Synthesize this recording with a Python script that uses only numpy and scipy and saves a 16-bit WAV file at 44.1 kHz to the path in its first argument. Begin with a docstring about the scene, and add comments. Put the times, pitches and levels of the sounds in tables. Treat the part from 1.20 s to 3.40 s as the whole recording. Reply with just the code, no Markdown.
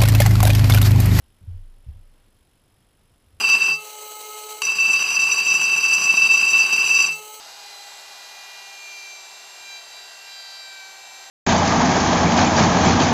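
"""Dull thuds with a deep ring: a horse takes two steps on the soft dirt floor of a barn.
Each hoof touches, lands and settles, shaking the ground and a camera lying on it close by.
The dirt puffs as it packs down, and straw rustles while the horse shifts its weight.
Underneath are a faint rumble, quiet hiss and the thin pulsing whine of the camera's electronics."""
import sys
import numpy as np
from scipy import signal
from scipy.fft import rfft, irfft
from scipy.io import wavfile

SR = 44100
rng = np.random.default_rng(int(sys.argv[2]) if len(sys.argv) > 2 else 0)


def generate_wav(sig):
    """Save sig (samples, or channels by samples) to the path in sys.argv[1] as 16-bit PCM at SR."""
    pcm = np.round(np.clip(np.atleast_2d(sig).T, -1, 1) * 32767).astype(np.int16)
    wavfile.write(sys.argv[1], SR, pcm)


N = 97020


def amp(db):
    """Turns decibels into a number to multiply a sound by."""
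    return 10 ** (np.asarray(db) / 20)


def evened(x):
    """Scales a sound to an average (rms) level of 1."""
    return x / np.sqrt(np.mean(x ** 2) + 1e-20)


def since(start):
    """Seconds gone by since the start time, zero before it."""
    return np.maximum(np.arange(N) / SR - start, 0)


def noise(spectrum):
    """Noise at level 1, its tone shaped by rows of (frequency [Hz], level [dB])."""
    hz, db = np.transpose(spectrum)
    colour_db = np.interp(np.log(np.fft.rfftfreq(N, 1 / SR) + 1), np.log(hz), db)
    white = rng.standard_normal(N)
    return evened(irfft(rfft(white) * amp(colour_db), N))


def swell(t, rise, fade):
    """Rises softly, then dies away by 60 dB every `fade` seconds."""
    return (1 - np.exp(-t / rise)) * np.exp(-np.log(1000) * t / fade)


def ring(tones, t):
    """Tones that build up and die away after a push."""
    return sum(amp(db) * swell(t, rise, fade) * np.sin(2 * np.pi * hz * t) for hz, db, rise, fade in tones)


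def background():
    """The low rumble of the barn and a steady hiss."""
    # Tone of each noise (frequency [Hz], level [dB])
    rumble_colour = [(10, -25), (25, 3.5), (48, -1.5), (92, -1.5), (130, -7), (200, -26), (400, -47)]
    hiss_colour = [(60, -4), (170, -0.5), (330, -4), (700, -10), (1400, -13.5), (2400, -17), (3400, -17.5),
                   (4500, -20.5), (6500, -25), (10000, -24), (13300, -27), (15000, -47)]
    return amp(-64.5) * noise(rumble_colour) + amp(-65.5) * noise(hiss_colour)


def electronics():
    """The camera buzzes, sizzles and whines once per picture, beside a faint steady high tone."""
    # Bursts of buzz (place in the cycle [0-1], width [cycles], level [dB])
    bursts = [(.02, 0.033, -4.5), (0.268, 0.088, -9), (.94, 0.049, -11)]
    # Tone of the buzz and of the sizzle between its bursts (frequency [Hz], level [dB])
    buzz_colour = [(1000, -15), (2300, -7), (3200, 1), (4000, -8.5), (5200, -12), (6600, -16), (8000, -5.5),
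                   (8800, -15.5), (10100, -3.5), (11200, -20.5), (12000, -6), (13200, -9.5), (14200, -14.5)]
    sizzle_colour = [(4800, -41), (5080, -1), (5320, -3), (5600, -26)]
    # How the whine pulses (place in the cycle [0-1], level [dB])
    whine_levels = [(0, 3), (.12, 11), (.18, -6), (.25, 1), (.33, -6), (.62, -5), (.72, -2), (.86, -1),
                    (.92, 10.5), (1, -10.5)]
    picture_hz, whine_hz, steady_hz = 47.95, 10645, 13187
    t = since(0)
    cycle = t * picture_hz % 1

    def pulse(place, width):
        """A smooth rise and fall, once in each cycle."""
        distance = (cycle - place + .5) % 1 - .5
        return np.exp(-.5 * (distance / width) ** 2)

    buzz = noise(buzz_colour) * sum(amp(db) * pulse(place, width) for place, width, db in bursts)
    sizzle = noise(sizzle_colour) * pulse(place=0.66, width=0.29)
    whine_gain = amp(np.interp(cycle, *np.transpose(whine_levels)))
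    wobble = -0.3 * np.sin(2 * np.pi * cycle)
    whine = whine_gain * np.sin(2 * np.pi * whine_hz * t + wobble)
    steady_tone = np.sin(2 * np.pi * steady_hz * t)
    return (amp(-74) * evened(buzz) + amp(-82.5) * evened(sizzle)
            + amp(-76) * evened(whine) + amp(-93.5) * evened(steady_tone))


def straw():
    """Straw and grit rustle faintly as the horse's weight shifts over them."""
    # Loudness of the rustle (time [s], level [dB])
    rustle_levels = [(0, -81), (.2, -80), (.3, -67.5), (.37, -67), (.41, -74.5), (.6, -73), (.7, -69.5),
                     (.83, -73.5), (0.971, -69.5), (1.069, -71), (1.179, -82), (2.2, -83)]
    # Tone of the straw (frequency [Hz], level [dB])
    straw_colour = [(100, -4), (200, 0.5), (400, -1), (700, -5.5), (1300, -10), (3000, -12), (6000, -22.5),
                    (13000, -33)]
    grain_hz, grain_db = 90, 2.5  # a quick random flicker in level makes it grainy
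    smoothing = signal.butter(2, grain_hz, fs=SR, output="sos")
    grain = evened(signal.sosfilt(smoothing, rng.standard_normal(N)))
    rustle = evened(noise(straw_colour) * amp(grain_db * grain))
    return amp(np.interp(since(0), *np.transpose(rustle_levels))) * rustle


def soil():
    """Muffled puffs as the dirt packs down under a hoof."""
    # Moments when the dirt gives way (time [s], level [dB])
    scuffs = [(.21, -50), (.28, -59.5), (.682, -49)]
    # Tone of the dirt (frequency [Hz], level [dB])
    soil_colour = [(40, -10), (110, 4), (190, 0), (280, -23), (600, -32), (2000, -52)]
    puffs = sum(amp(db) * swell(since(start), rise=0.0072, fade=0.36) for start, db in scuffs)
    return noise(soil_colour) * puffs


def hooves():
    """Each push of a hoof shakes the ground: a short thud, a low ring and a slow deep boom."""
    # Pushes on the ground (time [s], thud level [dB], ring level [dB], boom level [dB])
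    pushes = [(.001, -50, -55.5, -48.5), (0.212, -46, -35, -40), (0.2306, -36, -45, -59),
              (0.2744, -33.7, -18, -27.5), (0.2904, -53, -23.5, -25), (0.3312, -64, -32, -30),
              (0.3586, -45, -34.5, -41), (.56, -56, -49.5, -70), (0.6646, -21.5, -57, -26.5),
              (0.6884, -30.5, -34, -25.5), (0.7185, -42, -66, -34.5), (1.033, -62, -74, -50),
              (1.898, -55, -59.5, -73), (2.05, -50, -56.5, -66), (2.108, -49.5, -51, -62),
              (2.15, -52, -68, -46)]
    # Natural tones of the ground and the camera on it (frequency [Hz], level [dB], rise [s], fade [s])
    thud_tones = [(66.37, 0.5, 0.023, 0.29), (98.5, 0, 0.028, .2), (188.5, -22.5, 0.011, 0.14)]
    ring_tones = [(90.1, 0.014, 0.018, 0.42)]
    boom_tones = [(25.77, -0.5, 0.055, 0.78)]
    steps = np.zeros(N)
    for start, thud_db, ring_db, boom_db in pushes:
        t = since(start)
        steps += amp(thud_db) * ring(thud_tones, t)
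        steps += amp(ring_db) * ring(ring_tones, t)
        steps += amp(boom_db) * ring(boom_tones, t)
    return steps


def scene():
    """The steps and the quiet sounds around them, added into one channel."""
    return (hooves() + soil() + straw() + background() + electronics())[None]


def record(dry):
    """Cuts off the very highest treble."""
    cutoff_hz = 15200
    treble_cut = signal.firwin(511, cutoff_hz, window=("kaiser", 9), fs=SR)
    return signal.oaconvolve(dry, treble_cut[None], "same")


dry = scene()
out = record(dry)
generate_wav(out)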